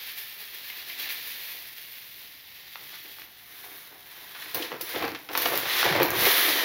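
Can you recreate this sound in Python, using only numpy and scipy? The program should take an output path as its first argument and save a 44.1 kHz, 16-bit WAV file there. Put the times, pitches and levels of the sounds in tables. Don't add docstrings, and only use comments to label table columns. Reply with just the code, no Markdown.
import sys
import numpy as np
from scipy import signal
from scipy.fft import rfft, irfft, next_fast_len
from scipy.io import wavfile
from scipy.ndimage import map_coordinates

SR = 44100
rng = np.random.default_rng(int(sys.argv[2]) if len(sys.argv) > 2 else 0)


def unload_audio(sound):
    columns = np.transpose(np.atleast_2d(sound))
    steps = np.round(np.clip(columns, -1, 1) * 32767)
    wavfile.write(sys.argv[1], SR, steps.astype(np.int16))


N = 292824


def amp(db):
    return 10 ** (np.asarray(db) / 20)


def unit(x):
    return x / np.sqrt(np.mean(x ** 2) + 1e-20)


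def together(gains):
    return np.sqrt(sum(g ** 2 for g in gains))


def along(points, hz):
    point_hz, value = np.transpose(points)
    return np.interp(np.log(hz + 1), np.log(point_hz + 1), value)


def curves(table):
    s, *columns = np.transpose(table)
    return [np.interp(np.arange(N) / SR, s, column) for column in columns]


def swell(s, rise_s, hold_s, fall_s):
    t = np.arange(N) / SR - s
    rising = (np.minimum(t, 0) / rise_s) ** 2
    falling = np.maximum(t - hold_s, 0) / fall_s
    return np.exp(-np.minimum(rising + falling, 20))


def wobble(knots_per_s):
    knots = rng.standard_normal(int(N * knots_per_s / SR) + 4)
    return map_coordinates(knots, [np.arange(N) * knots_per_s / SR])


def coloured(x, points):
    m = 2 * next_fast_len(len(x) // 2 + 4096)
    gain = amp(along(points, np.fft.rfftfreq(m, 1 / SR)))
    cepstrum = irfft(np.log(gain), m)
    cepstrum[1:m // 2] *= 2
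    cepstrum[m // 2 + 1:] = 0
    return irfft(rfft(x, m) * np.exp(rfft(cepstrum)), m)[:len(x)]


def impacts(per_s, spread_db):
    struck = rng.random(N) < per_s / SR
    size = np.clip(rng.standard_normal(N), -2, 2)
    sign = rng.choice([-1, 1], N)
    return unit(struck * sign * amp(spread_db * size) / np.sqrt(per_s))


def burst(t60_s):
    t = np.arange(SR // 4) / SR
    return rng.standard_normal(len(t)) * amp(-60 * t / t60_s)


def add(track, s, db, sound):
    strongest = np.mean(np.sort(np.abs(sound))[-8:])
    part = track[round(s * SR):][:len(sound)]
    part += amp(db) * sound[:len(part)] / strongest


# frequency in Hz, t60 in seconds.
ROOM_T60 = [(150, 0.18), (400, 0.33), (1000, 0.41), (3000, 0.27), (14000, 0.37)]
TAILS_PER_S = 4


def in_room(x, wet_db):
    place = np.arange(N) / SR * TAILS_PER_S
    heard = np.zeros(N + SR)
    for k in range(int(place[-1]) + 2):
        near = np.flatnonzero(np.abs(place - k) < 1)
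        hz, t, z = signal.stft(rng.standard_normal(SR // 2), SR, nperseg=256)
        decay = amp(-60 * t / along(ROOM_T60, hz)[:, None])
        tail = signal.istft(z * decay, SR, nperseg=256)[1]
        faded = x[near] * np.cos(np.pi / 2 * (place[near] - k))
        echo = signal.fftconvolve(faded, tail / np.linalg.norm(tail))
        heard[near[0]:][:len(echo)] += echo
    return (x + amp(wet_db) * heard[:N]) / np.hypot(1, amp(wet_db))


# frequency in Hz, gain in dB.
QUIET_COLOUR = [(25, -19), (60, -4), (140, -3), (250, -8), (600, -12.5), (2000, -12), (15000, -16)]


def quiet_room():
    return amp(-59.5) * unit(coloured(rng.standard_normal(N), QUIET_COLOUR))


# time in seconds, rattle of the grains in dB, sizzle of their husks in dB.
POUR = [(0, -41.5, -42.5), (.36, -46.5, -44.5), (.93, -43, -45), (1.06, -39.5, -46), (1.25, -41, -39.5),
        (1.52, -41.5, -39.5), (1.75, -47.5, -45.5), (2.15, -48, -45.5), (2.4, -50.5, -50.5),
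        (2.62, -48.5, -49.5), (2.88, -47, -45.5), (3.21, -48, -45.5), (3.29, -55.5, -52), (3.7, -70, -73)]
# time of peak in seconds, rattle level in dB.
SURGES = [(0.074, -42.5), (0.187, -38.5), (.28, -54), (.415, -43), (.55, -44.5), (.665, -44), (.78, -45.5),
          (.895, -41.5), (1.004, -35), (1.11, -38), (1.275, -42.5), (1.786, -46), (1.929, -51.5),
          (2.24, -53.5), (2.56, -51.5)]
SURGE_RISE_S, SURGE_FALL_S, SURGE_SIZZLE_DB = 0.024, 0.069, 1.5


def pouring():
    rattle_db, sizzle_db = curves(POUR)
    surge = together(amp(db) * swell(s, SURGE_RISE_S, 0, SURGE_FALL_S) for s, db in SURGES)
    rattle = together([amp(rattle_db), surge])
    sizzle = together([amp(sizzle_db), amp(SURGE_SIZZLE_DB) * surge])
    return rattle, sizzle


# frequency in Hz, gain in dB.
HEAP_COLOUR = [(300, -26.5), (1000, -12.5), (1480, -9.5), (1700, -1), (2150, 0), (2750, -1), (3700, 0),
               (4600, -1.5), (5400, -5), (6000, -9), (7000, -6.5), (10000, -2.5), (15000, -33)]
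SLIDING_COLOUR = [(300, -31), (1000, -6.5), (1400, -5), (1700, 0.5), (2150, 0.5), (2750, -4), (3650, 0),
                  (4700, -5), (7000, -8.5), (10000, -6), (15000, -42)]
SIZZLE_COLOUR = [(3000, -59.5), (6000, -4), (9000, 10), (12000, 4), (14000, 3), (16000, -2.5)]
HARD_HITS_PER_S, HARD_HITS_DB = 45, -10.5


def rice(on_heap, on_paper, husks):
    collisions_per_s = 3000 * (together([on_heap, on_paper]) * amp(47.0)) ** .8
    flutter_db = .8 * wobble(knots_per_s=60)
    contacts = impacts(collisions_per_s, spread_db=0.5) + amp(-1) * rng.standard_normal(N)
    contacts += amp(HARD_HITS_DB) * impacts(HARD_HITS_PER_S, spread_db=3)
    rattle = on_heap * unit(coloured(contacts, HEAP_COLOUR))
    rattle += on_paper * unit(coloured(contacts, SLIDING_COLOUR))
    scrapes = contacts + 0.47 * impacts(collisions_per_s, spread_db=15)
    sizzle = husks * unit(coloured(scrapes, SIZZLE_COLOUR))
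    return in_room(rattle * amp(flutter_db + 1.41), wet_db=-10) + sizzle * amp(flutter_db + 1.5)


# frequency in Hz, gain in dB.
PAPER_COLOUR = [(120, -49), (230, -11.5), (300, -1), (365, -1.5), (430, -1), (520, -2.5), (600, -6),
                (700, -1.5), (800, -3), (930, -5), (1300, -10.5), (2200, -9), (3200, -18.5), (5000, -41)]
WALL_COLOUR = [(35, -46), (60, -16), (85, -6), (105, -4.5), (150, -0.5), (215, -7), (350, -24)]


def bag(flex, sway):
    rustle = unit(in_room(coloured(impacts(500, spread_db=6.5), PAPER_COLOUR), wet_db=0.5))
    boom = unit(in_room(coloured(impacts(130, spread_db=1.5), WALL_COLOUR), wet_db=-6.5))
    return rustle * flex * amp(1.88) + boom * sway * amp(0.9)


# start in seconds, level in dB.
CLUMPS = [(.178, -40), (.7003, -25), (.8972, -24.5), (1.0047, -30), (1.0575, -21.5), (1.0764, -26),
          (1.1043, -24)]
# frequency in Hz, gain in dB.
THUD_COLOUR = [(500, -23), (1400, -12), (2100, 3), (3000, -4), (4500, -18), (12000, -19)]
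# start in seconds, level in dB before a shared trim.
TICKS = [(.185, -23), (1.1245, -22), (1.2754, -27), (1.8142, -34.5), (1.921, -30.5), (3.374, -41)]


def spills():
    clumps, ticks = np.zeros(N), np.zeros(N)
    for s, db in CLUMPS:
        add(clumps, s, db, coloured(burst(t60_s=0.018), THUD_COLOUR))
    for s, db in TICKS:
        add(ticks, s, db + 4.5, coloured(burst(t60_s=0.005), SIZZLE_COLOUR))
    return in_room(clumps, wet_db=1.0) + in_room(ticks, wet_db=6)


# time of full bend in seconds, hold in seconds, rustle in dB, boom of the walls in dB.
BENDS = [(2.776, 0.098, -64, -65), (3.057, 0.015, -57.5, -83), (3.2, 0.036, -62, -73),
         (3.65, 0.087, -57.5, -70), (3.928, 0.037, -55, -73.5), (4.174, 0.12, -61, -71),
         (4.39, 0.036, -54.5, -63), (4.557, 0.015, -39.5, -49), (4.72, 0.018, -40.5, -50),
         (4.951, 0.028, -37, -48.5), (5.024, 0.032, -35, -45), (5.307, 0.12, -40.5, -58.5),
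         (5.461, 0.061, -34.5, -54.5), (5.563, 0.017, -47, -48), (5.843, 0.14, -30.5, -39.5),
         (5.99, 0.048, -27, -40), (6.123, 0.09, -34.5, -42.5), (6.221, 0.011, -29.5, -44),
         (6.476, 0.025, -38.5, -69)]
BEND_RISE_S, RUSTLE_FALL_S, BOOM_FALL_S = 0.015, 0.069, 0.077


def bending():
    rustle = together(amp(db) * swell(s, BEND_RISE_S, hold, RUSTLE_FALL_S) for s, hold, db, _ in BENDS)
    boom = together(amp(db) * swell(s, BEND_RISE_S, hold, BOOM_FALL_S) for s, hold, _, db in BENDS)
    return rustle, boom


# frequency in Hz, gain in dB.
CREASE_COLOUR = [(250, -7), (800, -19), (1500, -3), (3000, -1.5), (6000, -7.5), (15000, -16)]


def crinkles(bend):
    snaps = signal.fftconvolve(impacts(60, spread_db=4), burst(t60_s=0.004))[:N]
    creases = unit(coloured(snaps, CREASE_COLOUR)) * bend * amp(-6.5)
    return in_room(creases, wet_db=-10)


# start in seconds, level in dB before a shared trim,
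# centre in Hz, t60 in seconds.
BUCKLES = [(2.757, -22, 1290, .006), (3.051, -35, 1900, .04), (3.186, -29.5, 1210, 0.01),
           (3.219, -27.5, 2100, 0.012), (3.64, -34.5, 830, .043), (4.349, -27.5, 1440, 0.23),
           (4.421, -25, 2420, 0.053), (4.459, -30, 1500, 0.034), (4.545, -30.5, 800, 0.026),
           (4.622, -16, 3070, .091), (4.718, -19.5, 980, 0.046), (4.96, -17.5, 575, .048),
           (5.024, -16.5, 875, 0.06), (5.041, -20, 1500, 0.048), (5.149, -21, 1850, 0.058),
           (5.289, -23.5, 1620, 0.058), (5.352, -9.5, 1110, 0.057), (5.458, -6.5, 650, 0.024),
           (5.536, -14.5, 485, 0.085), (5.655, -17, 980, 0.064), (5.829, -7.5, 1130, 0.029),
           (5.855, -9, 650, 0.084), (5.89, -12.5, 1530, 0.017), (5.953, -12.5, 695, 0.031),
           (6.0, -14.5, 564, 0.071), (6.265, -9.5, 427, 0.055)]
SLIPS_PER_S = 2600


def buckles():
    track = np.zeros(N)
    share = min(SLIPS_PER_S / SR, 1)
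    for s, db, hz, t60_s in BUCKLES:
        panel = [(170, -36), (hz * .5, -11), (hz * .78, -1), (hz * 1.15, 0),
                 (hz * 1.7, -5), (hz * 3.2, -9), (15000, -30)]
        snap = burst(t60_s)
        snap *= (rng.random(len(snap)) < share) / np.sqrt(share)
        snap[0] = 4.5
        add(track, s, db - 2.0, coloured(snap, panel))
    return in_room(track, wet_db=-5.0)


# time of full speed, rise, hold and fall in seconds, rattle in dB, sizzle in dB.
SLIDES = [(2.931, 0.017, 0.028, 0.031, -49, -56), (3.586, 0.094, 0.23, 0.18, -50.5, -47),
          (4.16, 0.097, 0.27, 0.092, -49.5, -49.5), (4.42, 0.049, 0.11, 0.079, -44, -45.5),
          (4.587, 0.035, 0.062, 0.091, -40, -43), (4.935, 0.091, 0.036, 0.12, -38, -40),
          (5.41, 0.07, 0.18, 0.16, -34, -34), (5.796, .13, 0.017, 0.19, -25.5, -30),
          (6.267, 0.097, 0.15, 0.5, -24, -23.5)]
SIZZLE_FALL_SHARE = 0.46
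CREEP_FROM_S, CREEP_RISE_S, CREEP_DB, CREEP_SIZZLE_DB = 3.445, 0.17, -57, -52


def sliding():
    creep = swell(CREEP_FROM_S, CREEP_RISE_S, N / SR, 1)
    rattle = [amp(CREEP_DB) * creep]
    sizzle = [amp(CREEP_SIZZLE_DB) * creep]
    for s, rise_s, hold_s, fall_s, rattle_db, sizzle_db in SLIDES:
        rattle.append(amp(rattle_db) * swell(s, rise_s, hold_s, fall_s))
        sizzle.append(amp(sizzle_db) * swell(s, rise_s, hold_s, fall_s * SIZZLE_FALL_SHARE))
    return together(rattle), together(sizzle)


# start in seconds, level in dB before a shared trim, t60 in seconds.
CRACKS = [(4.546, -12.5, 0.061), (4.811, -14.5, .055), (4.892, -23, 0.093), (5.332, -21, 0.037),
          (5.375, -8.5, 0.031), (5.42, -10.5, 0.026), (5.456, -14, 0.063), (5.555, -16, 0.04),
          (5.576, -7, 0.004), (6.031, -5, 0.0079), (6.105, -10.5, 0.0069)]


def cracks():
    track = np.zeros(N)
    bright = [(200, -23), (1500, -5), (4000, -5), (9000, 1), (15000, -4.5)]
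    for s, db, t60_s in CRACKS:
        add(track, s, db - 0.2, coloured(burst(t60_s), bright))
    return in_room(track, wet_db=-1)


# start in seconds, level in dB before a shared trim,
# nominal pitch in Hz.
DRUMS = [(4.599, -28.5, 332), (4.825, -37, 338), (4.965, -30, 340), (5.035, -25.5, 319),
         (5.118, -26.5, 316), (5.464, -29, 330), (5.913, -25, 161), (6.003, -17, 453), (6.029, -27, 315)]


def drums():
    track, t = np.zeros(N), np.arange(SR // 4) / SR
    envelope = (1 - np.exp(-t / .004)) * np.exp(-t / .009)
    sag = 0.885 + 0.17 * np.exp(-t / 0.016)
    for s, db, hz in DRUMS:
        phase = 2 * np.pi * np.cumsum(hz * sag) / SR
        add(track, s, db - 3, np.sin(phase) * envelope)
    return in_room(track, wet_db=-3.5)


POUR_RUSTLE_DB, SLIDE_RUSTLE_DB, SLIDE_BOOM_DB = -21, -12.5, -34


def scene():
    pour, pour_sizzle = pouring()
    slide, slide_sizzle = sliding()
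    bend, boom = bending()
    grains = rice(pour, slide, together([pour_sizzle, slide_sizzle])) + spills()
    flex = together([bend, amp(POUR_RUSTLE_DB) * pour, amp(SLIDE_RUSTLE_DB) * slide])
    sway = together([boom, amp(SLIDE_BOOM_DB) * slide])
    paper = bag(flex, sway) + crinkles(bend) + buckles() + cracks() + drums()
    mono = grains + paper + quiet_room()
    return np.array([mono, mono])


# frequency in Hz, gain in dB.
MICROPHONE = [(4000, 0.5), (5800, -4), (7200, -14.5), (7950, -19), (8250, -32), (8600, -19.5),
              (10200, -5.5), (11200, -2.5), (12100, -2), (13700, 5.5), (15500, 5)]
TOP_HZ = 15800


def record(dry):
    heard = np.array([coloured(channel, MICROPHONE) for channel in dry])
    m = next_fast_len(N + SR // 2)
    passed = np.fft.rfftfreq(m, 1 / SR) < TOP_HZ
    return irfft(rfft(heard, m) * passed, m)[:, :N]


dry = scene()
out = record(dry)
unload_audio(out)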